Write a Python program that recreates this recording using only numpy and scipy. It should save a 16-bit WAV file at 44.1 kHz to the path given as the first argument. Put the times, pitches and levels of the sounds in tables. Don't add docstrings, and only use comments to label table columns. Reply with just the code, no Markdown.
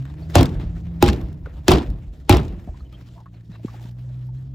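import sys
import numpy as np
from scipy import signal
from scipy.fft import rfft, irfft
from scipy.io import wavfile
from scipy.ndimage import uniform_filter1d

SR = 44100
rng = np.random.default_rng(int(sys.argv[2]) if len(sys.argv) > 2 else 0)


def magnitude_from_level(level_db):
    exponent = np.asarray(level_db, float) / 20
    return 10 ** exponent


def unload_wav(signal):
    wavfile.write(
        sys.argv[1],
        SR,
        np.round(np.clip(np.atleast_2d(signal).T, -1, 1) * 32767).astype(np.int16),
    )


N = 200346

# t [s], firing f [Hz], second-order level [dB]
ENGINE_RUN = [(0, 64.5, -25), (.07, 68.21, -34.5), (.13, 75.45, -41), (.3, 80.27, -34), (.6, 84.07, -37.5),
              (1.0, 84.1, -32), (1.3, 77.32, -46.5), (1.6, 74, -44), (2.0, 71.1, -52.5),
              (2.26, 70.75, -49.5), (2.77, 65.74, -49.5), (3.0, 60.52, -44), (3.27, 58.52, -45.5),
              (3.57, 55.8, -40), (3.8, 58.57, -38), (4.07, 62.73, -33), (4.3, 62.77, -32.5),
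              (4.54, 67.2, -35.5)]
# multiple of firing f [1], level [dB]
UPPER_ORDERS = [(1.5, -50.5), (3, -46), (4, -57), (5, -57.5)]
# f [Hz], level [dB per Hz]
RUMBLE_SPECTRUM = [(20, -25.5), (32, -10.5), (55, 9), (90, 2.5), (150, -1), (250, -48)]
# f [Hz], level [dB per Hz]
DRONE_SPECTRUM = [(110, -29), (190, -3.5), (330, -2), (480, -22), (700, -9.5), (1100, -51.5)]
# f [Hz], level [dB per Hz]
SCUFF_SPECTRUM = [(260, -30), (450, -12.5), (530, 0), (1020, -8), (1450, -6.5), (3180, -16.5), (3500, -27),
                  (4550, -55.5), (7700, -120)]
# f [Hz], level [dB per Hz]
CLOTH_SPECTRUM = [(2000, -30.5), (2700, -8), (3500, -1), (4400, -6.5), (7000, -9.5), (9000, -20),
                  (12000, -11), (15500, -15.5), (17000, -60)]
# t [s], length [s], scuff level [dB], cloth level [dB]
MOVES = [(0, 0.012, -46.5, -56.5), (0.041, 0.15, -58, -70), (.17, 0.16, -58, -69),
         (0.289, 0.088, -52.5, -57.5), (0.601, 0.082, -49, -65), (0.707, 0.019, -54, -71),
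         (0.756, 0.08, -55.5, -66), (0.843, 0.42, -62, -73.5), (1.454, 0.052, -52, -80),
         (1.526, 0.12, -60, -67.5), (1.628, 0.088, -69.5, -71), (2.122, 0.17, -69, -72.5),
         (2.585, 0.37, -67.5, -75.5), (2.92, 0.16, -61, -71), (3.059, 0.165, -69, -70.5),
         (3.328, 0.1, -65, -81), (3.494, 0.13, -61, -69.5), (3.624, 0.19, -58.5, -66),
         (3.733, 0.042, -54, -61.5), (3.803, .125, -59.5, -62.5), (3.96, 0.34, -67, -73),
         (4.332, .14, -72, -76)]
# t [s], length [s], f [Hz], level [dB]
SCRAPES = [(0.214, 0.031, 4430, -59), (1.469, 0.009, 486, -36.5), (2.789, 0.034, 4300, -65),
           (2.844, 0.035, 2980, -65), (2.926, 0.046, 3210, -55), (2.92, 0.028, 1273, -58),
           (3.156, 0.058, 1000, -51.5), (3.149, 0.063, 672, -55), (3.258, 0.029, 1820, -68),
           (3.331, 0.043, 4180, -71), (3.512, 0.065, 3950, -61.5), (3.513, 0.072, 2680, -65),
           (3.753, 0.055, 3350, -67), (4.362, 0.031, 4220, -72)]
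# t [s], peak level [dB], f [Hz], t60 [s]
TAPS = [(0.22, -37, 640, 0.039), (1.427, -55.5, 956, 0.051), (1.461, -25, 1315, 0.047),
        (1.471, -41, 608, 0.023), (2.675, -35, 667, 0.079), (2.689, -33, 678, 0.05),
        (2.742, -43.5, 1020, 0.083), (2.807, -36.5, 1254, 0.02), (3.13, -57.5, 625, 0.0485),
        (3.179, -40, 880, 0.11), (3.207, -38.5, 840, 0.08), (3.26, -34, 1173, 0.064),
        (3.556, -40, 1070, 0.041), (3.595, -43, 640, 0.05), (3.631, -48, 596, 0.042),
        (3.683, -29.5, 1160, 0.054), (3.741, -40.5, 829, 0.098), (3.853, -50, 903, 0.15),
        (4.101, -44.5, 583, 0.029), (4.204, -57, 735, 0.03), (4.289, -43.5, 840, 0.055)]
# t [s], levels of peak, boom, panel, crack [dB]
KICKS = [
    (.355, 0, -7.5, -1.5, -15.5),
    (1.026, -5, -9, 0, -16.5),
    (1.682, 2.5, -12.5, 0.5, -11),
    (2.2948, -1, -8.5, -3, -16),
]
# t after blow [s], peak level [dB]
BOUNCES = [
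    (.014, -4.5),
    (.026, -5),
    (.044, -4),
    (.056, -7.5),
    (.075, -17.5),
]
# t after blow [s], peak level [dB], top-end level [dB]
TRIM_SLAPS = [
    (.014, -20, -23.5),
    (.034, -16.5, -24.5),
    (.054, -19.5, -25.5),
    (.075, -24.5, -25.5),
    (.103, -29, -24),
    (.137, -39, -25.5),
    (.189, -40.5, -29),
]
# t [s], peak level [dB]
STRAY_SLAPS = [
    (.409, -19.5),
    (.4297, -14),
    (.4563, -25.5),
    (.6132, -48),
    (.752, -53),
    (1.328, -45),
    (1.716, -11),
    (1.902, -38),
    (2.369, -21),
    (2.4838, -44),
]
# f [Hz], level [dB per Hz]
CLATTER_SPECTRUM = [(24, -38), (40, -18.5), (85, -1), (120, -4.5), (225, -11.5), (350, -5), (450, -19.5),
                    (800, -18), (1700, -29), (3600, -27.5), (8000, -45), (11500, -46.5), (14500, -46),
                    (16000, -56), (17000, -80)]
# f [Hz], t60 [s]
CLATTER_T60 = [(50, 0.24), (150, 0.38), (400, 0.31), (1000, 0.25), (3000, 0.21), (7000, 0.2), (12000, .13)]
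# f [Hz], level [dB], t60 [s]
PANEL_MODES = [(99, 1, 0.12), (172, -12, 0.77), (288.4, 1, 0.12), (369.6, 3.5, 0.18), (608, -5, 0.27),
               (665, -5.5, 0.34), (797, -5.5, 0.35), (776, -13, 0.18), (829, -7.5, 0.1),
               (242.8, 1.5, 0.057), (340.2, 0.5, 0.13), (529, -8, 0.055), (1080, -27.5, 0.035),
               (1292, -21, 0.29)]
# t after blow [s], peak level [dB], f [Hz]
ROCKS = [
    (.05, -10.5, 63.4),
    (.202, -17.5, 50.3),
    (.395, -25, 50),
    (.52, -31.5, 62.4),
]
# t [s], peak level [dB], f [Hz]
NUDGES = [
    (0.656, -21, 53),
    (1.733, -14.5, 66.4),
    (2.691, -26.5, 74.5),
]
# t [s], peak level [dB], f [Hz], t60 [s]
THUMPS = [
    (2.674, -23.5, 172, 0.025),
    (3.017, -32, 140, 0.04),
    (3.493, -30, 166, 0.099),
    (3.647, -10.5, 251, 0.012),
    (3.85, -27.5, 166, 0.021),
]
# f [Hz], correlation [1]
LIKENESS = [(60, .985), (380, .95), (950, .4), (2400, .68), (6000, .74), (8500, .995), (15000, .995)]
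# f [Hz], lead [rad]
PORT_LEAD = [(0, 0), (950, .8), (2070, 0), (3100, .6), (5500, .2), (7500, -.2), (9000, -3.1), (11200, -6.3),
             (13200, -9.4), (15200, -12.6), (17000, -14)]
# f [Hz], level difference [dB]
PORT_BALANCE = [(60, 0), (200, -.5), (380, -.8), (700, 0), (1290, 1), (2380, 2.2), (4400, 1.5), (8120, -.5),
                (15000, -.7)]

IDLE_HZ = 60
FIRST_ORDER, ODD_ORDERS, EVEN_ORDERS = (-48.0, 0.49), (-5.5, -0.58), (-7.5, 0.3)
BODY_RUMBLE, BODY_DRONE = (-46.5, 0.56), (-60.5, .45)
THROTTLE_DB_PER_HZ_S = 0.2534
# (peak level/dB, t after/s, half width/s)
SHUDDER_LOW, SHUDDER_HIGH = (-32.5, 0.24, .11), (-39, .17, 0.09)
SOLE_SHAKES_DB = 2
AIR_DB, STIR_DB, STIR_HISS_DB = -85.5, -80.5, -79.5
SWELL_S, DIE_S = 0.029, 0.15
SETTLE_DB, SETTLE_DB_PER_S, SETTLE_HISS_DB = -39.5, 80, -11.5
CRUMBS_PER_S, CRUMB_SIZE = 120, .6
BRUSH_DB, MUD_LOST_DB = -11, 5
UNEVEN_S, UNEVEN_DB = .0015, 2.5
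BOOM_HZ, BOOM_T60_S, BOOM_LAG_S, BOOM_DB = 98.0, .14, .008, 10.5


def rms_one(x):
    return x / np.sqrt(np.mean(x ** 2) + 1e-20)


def in_time(rows):
    s, *columns = np.transpose(rows)
    return [np.interp(np.arange(N) / SR, s, column) for column in columns]


def at_hz(points, hz):
    f, value = np.array(points)[:, 0], np.array(points)[:, 1]
    return np.interp(np.log(hz), np.log(f + 1), value)


def drift(rate):
    r = np.exp(-80 * np.pi * rate / SR)
    noise = rng.standard_normal(N // 40 + 2002)
    slow = signal.lfilter([1], [1, -2 * r, r * r], noise)[2000:]
    return np.interp(np.arange(N) / 40, np.arange(len(slow)), rms_one(slow))


def band_pass(x, order, low, high):
    return signal.sosfilt(signal.butter(order, [low, high], "band", fs=SR, output="sos"), x)


def low_pass(x, hz):
    return signal.sosfilt(signal.butter(2, hz, fs=SR, output="sos"), x)


def clicks(times, heights):
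    out = np.zeros(N) + 1e-18
    np.add.at(out, (np.asarray(times) * SR).astype(int), heights)
    return out


def ring(x, hz, t60):
    r, w = magnitude_from_level(-60 / (t60 * SR)), 2 * np.pi * hz / SR
    return signal.lfilter([0, np.sin(w)], [1, -2 * r * np.cos(w), r * r], x)


def fade(x, t60):
    return signal.lfilter([1], [1, -magnitude_from_level(-60 / (t60 * SR))], x)


def crumbling(per_s, size, t60):
    return fade((rng.random(N) < per_s / SR) * rng.exponential(size, N), t60)


def bands(spectrum, envelope):
    edges = 22 * 2 ** np.arange(0, 9.7, .5)
    centres = np.sqrt(edges[:-1] * edges[1:])
    power = magnitude_from_level(at_hz(spectrum, centres)) ** 2 * np.diff(edges)
    out, white = 0, rng.standard_normal((2, 2, N))
    for k, hz in enumerate(centres):
        if spectrum[0][0] < hz < spectrum[-1][0]:
            mid, side = band_pass(white[k % 2], 2, edges[k], edges[k + 1])
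            alike = np.clip(at_hz(LIKENESS, hz), 0, 1)
            pair = np.sqrt(1 + alike) * mid + np.sqrt(1 - alike) * side * [[1], [-1]]
            out = out + rms_one(pair) * np.sqrt(power[k] / power.sum()) * envelope(hz)
    return out


def disperse(x, spread, count):
    return signal.sosfilt(np.tile([-spread, 1, 0, 1, -spread, 0], (count, 1)), x)


def after_blows(pattern):
    rows = np.array([(kick[0] + row[0], *row[1:]) for kick in KICKS for row in pattern])
    rows[:, :2] += rng.normal(0, 1, (len(rows), 2)) * [UNEVEN_S, UNEVEN_DB]
    return rows


def with_revs(law):
    return law[0] + law[1] * (in_time(ENGINE_RUN)[0] - IDLE_HZ)


def engine():
    hz, second_db = in_time(ENGINE_RUN)
    first_db = with_revs(FIRST_ORDER) + .2 * (second_db - second_db.mean())
    odd_db, even_db = with_revs(ODD_ORDERS), with_revs(EVEN_ORDERS)
    climb = np.clip(uniform_filter1d(np.gradient(hz) * SR, size=9000), 0, None)
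    phase = 2 * np.pi * np.cumsum(hz * (1 + 0.006 * drift(20))) / SR
    out = magnitude_from_level(first_db + 3.5 + 0.69 * drift(8.1)) * np.sin(phase + .5 * drift(24))
    out += magnitude_from_level(second_db + 4.0 + 0.77 * drift(8.6)) * np.sin(2 * phase)
    for order, db in UPPER_ORDERS:
        load_db = odd_db if order in (3, 5) else even_db
        bark_db = THROTTLE_DB_PER_HZ_S * climb * (order == 4)
        level = magnitude_from_level(db + load_db + bark_db + 2.5 * drift(10))
        out += level * np.sin(order * phase + .3 * drift(10))
    return out


def shudder(db, delay, width):
    since = np.arange(N) / SR - np.array(KICKS)[:, :1]
    return magnitude_from_level(db) * np.exp(-((since - delay) / width) ** 2).sum(axis=0)


def stirring():
    t = np.arange(N) / SR
    trickle = fade(clicks(np.array(KICKS)[:, 0], magnitude_from_level(SETTLE_DB)), 60 / SETTLE_DB_PER_S)
    out = magnitude_from_level(np.array([[STIR_DB], [STIR_HISS_DB]])) + trickle * [[1], [magnitude_from_level(SETTLE_HISS_DB)]]
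    for s, length, *db in MOVES:
        edges = np.minimum((t - s) / SWELL_S, (s + length - t) / DIE_S)
        out += np.outer(magnitude_from_level(np.array(db)), np.clip(edges + .5, 0, 1) ** 2)
    return out


def body_vibration(sole):
    rumble_gain = magnitude_from_level(with_revs(BODY_RUMBLE)) + shudder(*SHUDDER_LOW)
    drone_gain = magnitude_from_level(with_revs(BODY_DRONE)) + shudder(*SHUDDER_HIGH) + magnitude_from_level(SOLE_SHAKES_DB) * sole
    rumble = rumble_gain * bands(RUMBLE_SPECTRUM, lambda hz: magnitude_from_level(0.66 * drift(16)))
    return rumble + drone_gain * bands(DRONE_SPECTRUM, lambda hz: magnitude_from_level(0.73 * drift(28)))


def scuffing(sole, cloth):
    grain = np.clip(drift(27), -2, 2)
    crumbs = 1 + crumbling(CRUMBS_PER_S, CRUMB_SIZE, .015)
    scuff = bands(SCUFF_SPECTRUM, lambda hz: magnitude_from_level(1.5 * grain + 2.5 * drift(12)))
    hiss = bands(CLOTH_SPECTRUM, lambda hz: magnitude_from_level(1.5 * grain + 2 * drift(12)))
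    return (sole * crumbs + magnitude_from_level(AIR_DB)) * scuff + (cloth * crumbs + magnitude_from_level(AIR_DB - 3.0)) * hiss


def scrapes():
    out = np.zeros(N)
    for s, length, hz, db in SCRAPES:
        at, size = int(s * SR), int(length * SR)
        once = ring(rng.standard_normal(SR // 4), hz, 26.0 / hz)
        squeak = ring(once, hz, 26.0 / hz)[-size:]
        out[at:at + size] += magnitude_from_level(db) * rms_one(squeak) * np.sqrt(np.hanning(size))
    return out


def taps():
    out = np.zeros(N)
    t = np.arange(int(.2 * SR)) / SR
    for s, db, hz, t60 in TAPS:
        at = int((s - .001) * SR)
        noise = rng.standard_normal(len(t)) * magnitude_from_level(-60 * t / t60) * np.minimum(t / 0.0011, 1)
        puff = 7.9 * (t == 0) + noise
        knock = ring(puff, hz, 20.6 / hz) * magnitude_from_level(-19.5)
        knock += band_pass(puff, 2, .4 * hz, 3.5 * hz) * magnitude_from_level(-26.5)
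        knock += np.diff(puff, prepend=0) * magnitude_from_level(-60 * t / .012 - 30.0)
        out[at:at + len(t)] += magnitude_from_level(db - 4.0) * knock[:N - at]
    return out


def clatter():
    s, peak_db, boom_db, panel_db, crack_db = np.transpose(KICKS)
    strengths_db = np.transpose([db - np.mean(db) for db in (boom_db, panel_db, peak_db, crack_db)])
    strays = [(*clod, -20.0) for clod in STRAY_SLAPS]
    slap_s, slap_db, top_db = np.transpose([*after_blows(TRIM_SLAPS), *strays])
    since = np.arange(N) / SR - s[:, None]
    brush_db = (BRUSH_DB - MUD_LOST_DB * np.arange(len(s)))[:, None]
    brush = ((since < 0) * magnitude_from_level(np.minimum(since, 0) * 1500.0 + brush_db)).sum(axis=0)
    grit = crumbling(120, .9, .02)

    def envelope(hz):
        level_db = np.array([np.interp(np.log(hz), np.log([80, 300, 600, 4000]), row)
                             for row in strengths_db])
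        blows = clicks(s, magnitude_from_level(level_db - 4.5))
        treble = np.clip(np.log2(hz / 500) / 4.53, 0, 1)
        crunch = magnitude_from_level(3 * np.clip(drift(40), -2, 2)) * (1 + grit * (hz > 700))
        body = fade(blows, at_hz(CLATTER_T60, hz)) * crunch
        crack = (magnitude_from_level(13.5) * treble + magnitude_from_level(19.5) * (hz > 6000)) * fade(blows, 0.0053)
        slaps = clicks(slap_s, magnitude_from_level(slap_db + (top_db - top_db.mean()) * (hz > 8000)))
        struck = body + crack + magnitude_from_level(11.5) * treble * fade(slaps, 0.012)
        return signal.lfilter([.08], [1, -.92], struck) + brush * (hz > 400)
    return bands(CLATTER_SPECTRUM, envelope)


def panel():
    s, peak_db, boom_db, panel_db = np.transpose(KICKS)[:4]
    push = band_pass(clicks(s, magnitude_from_level(peak_db + 24.0)), 1, 70.0, 900.0)
    bounce_s, bounce_db = after_blows(BOUNCES).T
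    push += band_pass(clicks(bounce_s - .005, magnitude_from_level(bounce_db + 28.0)), 2, 90.0, 450.0)
    luck = rng.normal(0, 1, (len(s), len(PANEL_MODES), 2))
    for at, level_db, row in zip(s, panel_db, luck):
        for (hz, db, t60), (louder, higher) in zip(PANEL_MODES, row):
            strike = clicks([0], magnitude_from_level(level_db + db - 7.0 + 4 * louder))[:SR // 2]
            mode = ring(strike, hz * (1 + .04 * higher), min(t60, .15))
            push[int(at * SR):][:SR // 2] += mode
    return push


def boom():
    s, peak_db, boom_db = np.transpose(KICKS)[:3]
    blows = clicks(s + BOOM_LAG_S, magnitude_from_level(boom_db + BOOM_DB))
    return low_pass(ring(blows, BOOM_HZ, BOOM_T60_S), 260.0)


def rocking():
    swings = [*after_blows(ROCKS), *NUDGES]
    return low_pass(sum(ring(clicks([s], magnitude_from_level(db + 2.5)), hz, 0.23) for s, db, hz in swings), 90.0)


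def thumps():
    rings = sum(ring(clicks([s - .002], magnitude_from_level(db + 5.5)), hz, t60 * 0.8) for s, db, hz, t60 in THUMPS)
    return band_pass(rings, 3, 130.0, 420.0)


def scene():
    sole, cloth = stirring()
    background = engine() + body_vibration(sole) + scuffing(sole, cloth)
    feet = scrapes() + disperse(thumps() + taps(), 0.95, count=4)
    door = disperse(clatter() + panel(), 0.98, count=11) + boom() + rocking()
    return background + feet + door


def top_cut(x):
    return signal.sosfilt(signal.butter(12, 17060, fs=SR, output="sos"), x)


def record(dry):
    hz = np.arange(N // 2 + 1) * SR / N
    lead = np.interp(hz, *np.transpose(PORT_LEAD))
    half = magnitude_from_level(at_hz(PORT_BALANCE, hz + 1) / 2) * np.exp(.5j * lead)
    bass_edge = 1 + (26 / (hz + 1)) ** 3
    x = irfft(rfft(dry) * [half, 1 / half] / bass_edge, N)
    over_db = np.maximum(20 * np.log10(np.abs(x).max(axis=0) + 1e-9) + 0.3, 0)
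    release_db = 220.0 * np.arange(N) / SR
    held_db = np.maximum.accumulate(over_db + release_db) - release_db
    x = x * magnitude_from_level(-uniform_filter1d(held_db, size=45))
    top_edge = 1 + (hz / 15700) ** 50
    mix = irfft(rfft(np.clip(x, -.9, .9)) / top_edge, N)
    return top_cut(mix)


dry = scene()
out = record(dry)
unload_wav(out)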